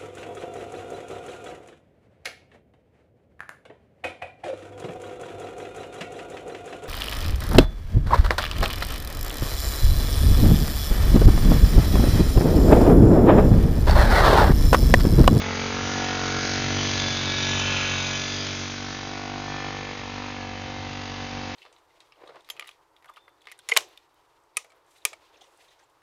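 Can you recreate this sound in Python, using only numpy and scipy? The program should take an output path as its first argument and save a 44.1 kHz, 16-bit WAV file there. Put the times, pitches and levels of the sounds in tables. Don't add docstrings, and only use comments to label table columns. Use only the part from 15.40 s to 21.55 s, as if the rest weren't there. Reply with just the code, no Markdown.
import sys
import numpy as np
from scipy import signal
from scipy.fft import rfft, irfft
from scipy.io import wavfile
from scipy.ndimage import uniform_filter1d, map_coordinates

SR = 44100
rng = np.random.default_rng(int(sys.argv[2]) if len(sys.argv) > 2 else 0)


def elevation(decibels):
    levels = np.asarray(decibels, float)
    return 10 ** (levels / 20)


def materialize(psi):
    bounded = np.clip(np.atleast_2d(psi).T, -1, 1)
    quanta = np.round(bounded * 32767).astype(np.int16)
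    wavfile.write(sys.argv[1], SR, quanta)


N = 271215
T = np.arange(N) / SR
HZ = np.arange(N // 2 + 1) * SR / N

# time in seconds, firing rate in Hz.
SPEED = [(0.0, 44.777), (0.53, 47.58), (0.83, 46.185), (1.46, 48.239), (1.77, 46.051), (1.89, 46.758),
         (2.22, 47.328), (2.6, 46.186), (3.0, 48.351), (3.18, 47.295), (3.84, 48.937), (4.41, 48.861),
         (4.69, 48.025), (4.88, 49.083), (5.03, 47.432), (5.56, 48.064), (5.72, 47.532), (6.15, 47.743)]
POSE = [(0, 1.18, 0.13, 0.82, 0.7), (.3, 1.12, 0.1, 0.87, 0.4), (.55, 1.09, 0.01, 0.89, 0.17),
        (1.001, 1.09, 0.13, 0.78, 0.34), (1.4, 0.92, 0.54, 0.31, 0.36), (1.8, 1.16, 0.84, 0.06, 0.2),
        (2.2, 1.04, 1, 0, 0.09), (2.5, 1.16, 0.91, 0.03, .05), (2.8, 1.45, 0.95, 0, 0.08),
        (3.101, 1.64, 0.83, 0.2, 0.22), (3.4, 2.22, 0.37, 0.5, 0), (3.85, 2.42, 0.02, 0.66, 0.49),
        (4.25, 1.8, 0.08, 0.5, 0.8), (4.6, 2.38, 0.46, .25, 1), (4.85, 2.7, 0.23, 0.2, 0.93),
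        (5.05, 3, 0.13, 0.27, .95), (5.55, 2.55, 0.34, 0.06, 0.8), (6.15, 2.47, 0.12, 0.3, 0.8)]

# multiple of the firing rate, level in dB.
MUFFLER_SIDE = [(1, -6.5), (2, 6.5), (3, 6), (4, -13), (5, 7.5), (6, 4.5), (7, -3), (8, -18.5), (9, -14.5),
                (10, -11.5), (11, -2), (12, -22), (13, -24), (14, -15.5), (15, 5.5), (16, 4.5), (17, -11.5),
                (18, -7.5), (19, -2.5), (20, -5.5), (21, -3), (22, -14.5), (23, -10), (24, -13), (25, -2.5),
                (26, -31.5), (27, -14.5), (28, -19), (29, -44), (30, -34.5)]
MUFFLER_BACK = [(1, -9), (2, 3), (3, 2.5), (4, -14), (5, 1), (6, -4), (7, -5), (8, -5.5), (9, -7.5),
                (10, -10), (11, -19), (12, -7.5), (13, -9.5), (14, -8.5), (15, -22), (16, -12), (17, -18.5),
                (18, -11), (19, -9.5), (20, -19), (21, -15), (22, -7), (23, -13), (24, -9.5), (25, -23.5),
                (26, -8), (27, -13.5), (28, -9.5), (29, -30), (30, -15)]
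MUFFLER_NEAR = [(1, -12.5), (2, -2), (3, -3.5), (4, -12), (5, 1.5), (6, -1.5), (7, -1.5), (8, -14.5),
                (9, -2), (10, -3.5), (11, -8.5), (12, -8), (13, -22.5), (14, -11), (15, -6.5), (16, -2.5),
                (17, -12), (18, -18.5), (19, -13.5), (20, -9.5), (21, -20.5), (22, -15), (23, -9),
                (24, -17), (25, -15.5), (26, -14), (27, -22), (28, -9), (29, -6), (30, -6.5)]
HIDDEN_DB = [6, 0.8, -5]
CHAMBERS = [(1.5, .2), (2.5, -.35), (3.5, .24), (4.5, -.05), (5.5, -.1), (6.5, .06), (7.5, .3), (8.5, .08),
            (9.5, .11), (10.5, .08), (11.5, -.02), (12.5, -.1), (13.5, -.05), (16.5, -.06)]
BEHIND_TURNS = {11: .33, 12: -.42, 13: .45, 15: -.27, 17: -.28, 18: -.22, 19: -.2}
# multiple, time in seconds, half length in seconds,
# change in dB.
REFLECTIONS = [(2, 4.5, .35, -3), (2, 5.1, .2, 3), (3, 1, .35, 2.5), (7, 5.8, .4, -4), (10, 1.3, .3, -1),
               (11, 1.2, 0.29, -7.5), (10, 4.55, .2, 4), (16, 0.091, 0.18, -6.5), (16, 3.9, 0.46, 0),
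               (11, 4.1, .35, -4.5), (9, 3.7, .3, -0.5), (9, 5.75, .25, 3), (15, 5.9, .3, -4.5),
               (18, .1, .25, 10), (19, .1, 0.29, 8.5), (20, 4.75, .15, 6), (21, 4.2, .15, 4),
               (3, 4.15, .25, 6), (4, 2.3, 0.22, 6.5), (4, 4.7, 0.6, 5.5), (7, 0.093, 0.27, -8.5),
               (8, .1, .3, -5.5), (8, 5.3, .7, -7), (9, 6.1, .4, -4.5), (10, 3.95, 0.38, -10),
               (11, 2.35, 0.44, 9.5), (11, 3.4, .2, -6), (13, 1.1, 0.34, 5.5), (13, 3.5, 0.4, 3),
               (13, 4.7, .35, 3.5), (14, 0.42, 0.41, -3), (14, 3.9, .35, 7), (15, 0.4, .25, -6),
               (15, 2.35, .4, 6.5), (17, 0.45, 0.37, -8.5), (17, 4.55, 0.18, 7.5), (18, 1.4, .45, -12),
               (19, 1.3, .35, -6.5), (20, .4, 0.63, 2), (20, 2, .6, 8.5), (21, 1.9, .3, -6),
               (22, 1.1, .2, -10), (22, 4.0, .5, 6.5), (23, 0.66, 0.91, -3), (23, 3.6, 0.18, -2),
               (23, 5.2, .3, -6), (15, 5.1, .2, -6), (16, 5.1, .2, 1.5), (7, 4.75, .2, -5.5),
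               (7, 5.5, .2, -3), (9, 1.0, 0.23, -1.5), (12, 2.9, .25, 3.5), (14, 2.9, .25, 3.5),
               (6, 4.1, .2, 2.5)]
MUFFLER_EDGES_HZ = [190, 380, 685, 860]
CASING_EDGES_HZ = [1400, 2200, 4000, 5300]

# share of the cycle, level in dB.
KNOCKS = [(.0, -0.5), (.058, 0.5), (.119, 1), (0.191, -0.5), (0.252, 1), (.368, -2.5), (.5, 3), (.62, -2.5),
          (0.759, 4), (0.881, 1.5)]
# frequency in Hz, width in Hz, level in dB.
METAL = [(2103, 20, -6), (2225, 31, -12), (2680, 31, -15), (3374, 50, -12), (3816, 36, -8),
         (3910, 130, -10), (4245, 20, -7), (4704, 50, -11), (5010, 130, -8), (5626, 77, -2.5),
         (5930, 110, -1.5), (6450, 110, 6)]
# frequency in Hz, width in Hz.
PLATE_MODES = [(1450, 100), (2650, 170), (3052, 24), (3500, 24), (3740, 40), (5820, 44), (6125, 45),
               (2525, 30), (3330, 35)]
FIN_MODES = [(4260, 60), (4690, 35), (4880, 70), (5150, 35), (5930, 34), (6690, 70), (4035, 35), (5050, 60),
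             (3850, 60), (2030, 70)]

# level at 1 m in dB, then changes in dB from the back, close by and
MUFFLER_PARTS = [
    (-34, 1, 3, -1),
    (-33.5, -0.5, -0.8, 0.5),
    (-35, -5.5, -5, 2),
    (-38.5, -3.5, -5, -2.5),
    (-36, -3.5, 0.2, 0),
]
CASING_PARTS = [
    (-36.5, -2, -0.4, -0.1),
    (-37.5, 1, -2, -2),
    (-36, -1, -2, -7.5),
    (-38.5, -5, -1, -17),
]
PLATE_PARTS = [(-42, 1.7, 4.5, -10), (-50, 1.9, -7, 9), (-47, 3, -6, 3.5), (-50.5, 11.6, -1, -4.5),
               (-56.5, 10, -14, -9), (-51.5, 7.8, -5.5, -14), (-43.5, 3.8, 0.5, -11), (-51.5, 2.4, -1, -6),
               (-50, 1.9, -2, -4.5)]
FIN_PARTS = [(-55.5, 1.4, -1.6, -6.0)] * len(FIN_MODES)
WHINE_PARTS = [
    (-43.5, 0.59, 0.72, 0.5),
    (-48.5, 5, -.1, -3),
]
HALF_HUM_PARTS = [
    (-54, -.1, -.1, -.1),
    (-59.5, -.1, -.1, -.1),
]
# time in seconds, half length in seconds, change in dB.
MUFFLER_BEAMS = [
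    [(4.15, 0.19, -0.94)],
    [(2.95, .2, 1.5), (2.5, 0.35, -2.5), (4.29, 0.28, -4.5)],
    [(.2, 0.45, 1.5), (4.0, 0.32, -0.17)],
    [(.63, 0.2, 5.5), (4.5, .15, -3.5), (4.85, 0.1, -7)],
    [(.3, 0.36, -1.5), (1.25, 0.37, -2), (3.1, 0.23, -2.5), (4.6, 0.11, 2), (4.83, 0.073, 5),
     (5.25, 0.2, -2)],
]
CASING_BEAMS = [
    [(.1, 0.18, -1), (2.6, 0.37, -2), (4.4, 0.23, -1.5)],
    [(2.3, .5, -1.4), (4.4, .2, -1.3)],
    [(1.1, .15, 5.5), (1.6, 0.24, 4), (2.4, .35, -3), (3.1, 0.28, 2), (4.4, .15, 2)],
    [(1.1, 0.081, 7.3), (2.7, 0.18, 1.3)],
]
PLATE_BEAMS = [
    [(.3, 0.055, -5), (.95, 0.25, 7.5), (2.45, 0.35, 9)],
    [(1.15, 0.063, 0), (2.42, 0.39, 20), (2.7, 0.22, 0), (6.05, .12, 1)],
    [(.72, 0.13, 12.5), (1.42, 0.09, 12.5), (2.3, .33, 14), (2.77, 0.047, 11.5)],
    [(.01, 0.078, 13.5), (1.15, .15, -2), (1.65, 0.14, 11), (1.9, .2, 7.5), (2.1, 0.14, 4.5),
     (2.8, 0.29, 5.5)],
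    [(1.5, 0.13, 2), (2.0, 0.29, 18), (2.6, 0.15, 15)],
    [(2.08, .15, 12.5), (2.8, .13, 9)],
    [(1.45, 0.2, 8.5), (2.6, 0.27, 5.5), (3.2, 0.11, 7)],
    [(2.05, .1, 7), (2.33, 0.25, 15), (2.75, 0.2, 11.5)],
    [(1.45, 0.22, 13.5), (2.1, 0.14, 8), (2.95, 0.23, 9.5)],
]
FIN_BEAMS = [
    [(1.55, .35, 7.2), (3.2, .1, 8)],
    [(1.6, .3, 15), (2.9, 0.19, 9), (5.7, 0.51, 17)],
    [(2.9, .2, 6.4), (3.0, 0.11, 18), (.1, .15, 8)],
    [(2.1, .25, 9.2), (2.55, 0.17, 7.8), (5.6, .1, 8)],
    [(1.4, .15, 12)],
    [(2.2, 0.16, 10), (2.8, 0.16, 8)],
    [(2.08, .1, 10), (2.55, .12, 11)],
    [(5.95, .25, 12)],
    [(5.5, .12, 12), (2.5, .1, 8)],
    [(.06, .08, 12), (1.4, .15, 8)],
]
WHINE_BEAMS = [
    [(.55, 0.19, 7), (2.2, 0.7, 8.8), (4.2, 0.2, 5.7), (4.43, .08, 5.7), (5.02, 0.072, 6.9)],
    [(.01, 0.074, 10), (.95, 0.24, 7.8), (1.7, 0.24, 6.5), (2.03, 0.17, 11), (2.4, 0.1, 5.5),
     (2.68, .25, 10.5), (4.28, 0.17, 8)],
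]
HALF_HUM_BEAMS = [
    [(1.2, 0.27, 13), (1.75, 0.29, 15), (4.25, 0.23, 5.4)],
    [(.2, 0.42, 19), (.75, 0.28, 10), (1.7, 0.31, 5)],
]

# frequency in Hz, level in dB per Hz.
GRIT_COLOUR = [(18, -39), (30, -10), (96, 3.5), (191, 7), (246, -41.5), (380, -29.5), (436, -29.5),
               (754, -4), (3820, -13), (6620, -11.5), (7090, -25), (9220, -64.5), (15600, -120)]
# time in seconds, peak in dB.
GUSTS = [(.08, -55), (.2, -50), (.46, -41.5), (.99, -42.5), (1.271, -50), (1.54, -43), (1.93, -45),
         (2.19, -47), (2.4, -51), (3.58, -53), (4.54, -54), (4.68, -59), (5.22, -52), (5.45, -49),
         (5.7, -59), (5.91, -59), (6.1, -51)]
# start in seconds, peak in dB, pitch in Hz.
STONES = [
    (1.2032, -28, 3378),
    (1.5996, -21.5, 3500),
    (2.1958, -17.5, 2950),
    (2.304, -23.5, 3080),
    (3.068, -24.5, 3530),
    (4.9305, -41, 2720),
]


def level(x, db):
    return x * elevation(db) / np.sqrt(np.mean(x ** 2))


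def curves(table, t=T):
    s, *columns = np.transpose(table)
    return [np.interp(t, s, column) for column in columns]


def bump(t, at, half):
    return np.exp(-((t - at) / half) ** 2)


def shape(x, *gains):
    spectrum = rfft(x)
    out = [irfft(spectrum * gain, N) for gain in gains]
    return out if len(out) > 1 else out[0]


def split(x, edges_hz, order):
    lows = [1 / (1 + (HZ / f) ** (2 * order)) for f in edges_hz]
    return shape(x, *[b - a for a, b in zip([0] + lows, lows + [1])])


def radiate(bands, bands_db):
    return sum(level(band, 0) * elevation(db) for band, db in zip(bands, bands_db))


def resonance(hz, width):
    return 1j * HZ * width / (hz ** 2 - HZ ** 2 + 1j * HZ * width)


def walk(rate):
    k = int(SR / rate)
    held = np.repeat(rng.standard_normal(N // k + 1), k)
    return 1.92 * uniform_filter1d(uniform_filter1d(held, k), k)[:N]


def clicks(s, size):
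    at = np.clip(s * SR, 0, N - 2)
    i = at.astype(int)
    return np.bincount(i, size * (1 - at + i), N) + np.bincount(i + 1, size * (at - i), N)


def heard(parts, beams, step=64):
    t = np.arange(0, N + step, step) / SR
    metres, *view = curves(POSE, t)
    turn, close, hidden = np.clip(view, 0, 1)
    out = []
    for (db, back_db, close_db, hidden_db), rows in zip(parts, beams):
        beam_db = sum(rise_db * bump(t, at, half) for at, half, rise_db in rows)
        view_db = back_db * turn + close_db * close + hidden_db * hidden
        out.append(np.interp(T, t, db - 20 * np.log10(metres) + view_db + beam_db))
    return out


def exhaust(cycle, bands_db):
    side, back, near = (np.array(m)[:, 1] for m in (MUFFLER_SIDE, MUFFLER_BACK, MUFFLER_NEAR))
    turn, close, hidden = np.clip(curves(POSE)[1:], 0, 1)
    behind = np.clip(3 * turn - 1.4, 0, 1)
    aside = np.clip((T - 4.8) / .3, 0, 1)
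    uneven = cycle + .001 * walk(48) + .012 * bump(T, 4.6, .35)
    tone = 0
    for k in range(1, len(side) + 1):
        i = k - 1
        db = side[i] + turn * (back - side)[i] + close * (near - side)[i] + .8 * walk(6)
        db = db + hidden * (HIDDEN_DB[i] if k < 4 else 0)
        db = db + sum(rise_db * bump(T, at, half) for m, at, half, rise_db in REFLECTIONS if round(m) == k)
        scatter = min(k / 16, 1) * (.3 + .25 * turn + .1 * close) * walk(.8)
        turns = sum(step for above, step in CHAMBERS if k > above) - .06
        turns = turns + turn * (.09 * (k != 5) - .06 * max(k - 9, 0))
        turns = turns + behind * BEHIND_TURNS.get(k, 0)
        turns = turns - .2 * (1 - hidden) * close * (k > 12)
        turns = turns - close * (.12 * (k in (9, 10)) + .25 * (k == 11))
        turns = turns - aside * .013 * k * (k < 10)
        tone = tone + elevation(db) * np.cos(2 * np.pi * (k * uneven + turns) + scatter)
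    tone = level(tone * elevation(.5 * walk(48)), 0)
    puff = .5 + np.exp(-(cycle % 1) / .64)
    gas = shape(rng.standard_normal(N) * puff, HZ / (HZ + 500) / (1 + (HZ / 1450) ** 12))
    blow = tone + level(gas, -13.5)
    return radiate(split(blow, MUFFLER_EDGES_HZ, order=6), bands_db)


def clatter(cycle, keep_s=.18, knock=.074, tick=.025):
    steps = 1024
    share = np.arange(steps) / steps
    envelope = sum(elevation(db) * np.exp(-((share - at) % 1) / knock) for at, db in KNOCKS)
    envelope = envelope + elevation(2) * np.exp(-share / tick)
    patterns = rng.standard_normal((64, steps)) * envelope
    age = T / keep_s
    place = (cycle + .0012 * walk(60)) % 1 * (steps - 1)
    knocks = map_coordinates(patterns, [age, place], order=1) / np.hypot(age % 1, 1 - age % 1)
    swell = 2.5 + np.exp(-(cycle % 1) / .23)
    hiss = rng.standard_normal(N) * swell
    return level(knocks * elevation(.54 * walk(150)), 0) + level(hiss * elevation(.81 * walk(7.4)), -.5)


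def casing(drive, bands_db, ring_db=-9.5):
    modes = shape(drive, *[resonance(hz, width) for hz, width, db in METAL])
    rings = sum(elevation(row[2] + 1.2 * walk(2.2)) * mode for row, mode in zip(METAL, modes))
    sound = level(drive, 0) + level(rings, 0) * elevation(ring_db)
    without_lowest = split(sound, CASING_EDGES_HZ, order=4)[1:]
    return radiate(without_lowest, bands_db)


def plates(drive):
    rings = shape(drive, *[resonance(hz, width) for hz, width in PLATE_MODES + FIN_MODES])
    levels_db = heard(PLATE_PARTS + FIN_PARTS, PLATE_BEAMS + FIN_BEAMS)
    out = 0
    for ring, db in zip(rings, levels_db):
        loudness = np.sqrt(uniform_filter1d(ring ** 2, size=3000))
        out = out + ring / loudness * elevation(db - 4)
    return out


def whine(cycle, fan_db, gear_db):
    surge = .06 * np.sin(2 * np.pi * cycle)

    def tone(db, per_firing):
        phase = per_firing * cycle + surge + .1 * walk(30)
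        return elevation(db + .9 * walk(25)) * np.cos(2 * np.pi * phase)

    return (tone(fan_db, 36) + tone(gear_db, 49)) * (1 + .35 * np.cos(2 * np.pi * cycle))


def half_hum(cycle, low_db, high_db):
    def hum(db, multiple):
        return elevation(db + 2 * walk(16)) * np.cos(2 * np.pi * (multiple * cycle + .3 * walk(19)))

    return hum(low_db, 2.5) + hum(high_db, 3.5)


def grit(grains_per_s=900, spread_db=-7, grit_db=-50):
    count = int(grains_per_s * N / SR)
    size = elevation(spread_db * rng.exponential(size=count)) * rng.choice([-1, 1], count)
    grains = clicks(rng.random(count) * N / SR, size)
    rush = level(grains, 0) + level(rng.standard_normal(N), 15)
    hz, db = np.transpose(GRIT_COLOUR)
    colour = elevation(np.interp(np.log(HZ + 1), np.log(hz), db))
    return level(shape(rush * elevation(walk(5.9)), colour), grit_db)


def breeze(gust_s=.11, calm_db=-56.5):
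    rumble = shape(rng.standard_normal(N), resonance(75, 110) * resonance(90, 170) * resonance(110, 210))
    gusts = sum(elevation(db) * bump(T, s, gust_s) for s, db in GUSTS)
    return level(rumble, 0) * (elevation(calm_db) + gusts)


def stones(t60=.026):
    out, t = np.zeros(N), np.arange(1200) / SR
    for s, db, hz in STONES:
        tick = .71 * np.sin(2 * np.pi * hz * t) + 1.1 * rng.standard_normal(len(t))
        i = int(s * SR)
        out[i:i + len(t)] += elevation(db) * tick * np.exp(-np.log(1000) * t / t60)
    return out


def scene():
    cycle = np.cumsum(curves(SPEED)[0]) / SR + 1.14
    drive = clatter(cycle + .03986)
    engine = exhaust(cycle, heard(MUFFLER_PARTS, MUFFLER_BEAMS))
    engine = engine + casing(drive, heard(CASING_PARTS, CASING_BEAMS)) + plates(drive)
    engine = engine + whine(cycle, *heard(WHINE_PARTS, WHINE_BEAMS))
    engine = engine + half_hum(cycle, *heard(HALF_HUM_PARTS, HALF_HUM_BEAMS))
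    return (engine + grit() + breeze() + stones())[None]


def band_limit(x):
    return signal.sosfilt(signal.butter(12, 7240, fs=SR, output="sos"), x)


def record(dry):
    squeeze, top_hz = 2.5, 6970
    soft = np.tanh(squeeze * dry) / squeeze
    steep = signal.cheby1(16, .5, top_hz, fs=SR, output="sos")
    mix = signal.sosfilt(steep, soft)
    return band_limit(mix)


dry = scene()
out = record(dry)
materialize(out)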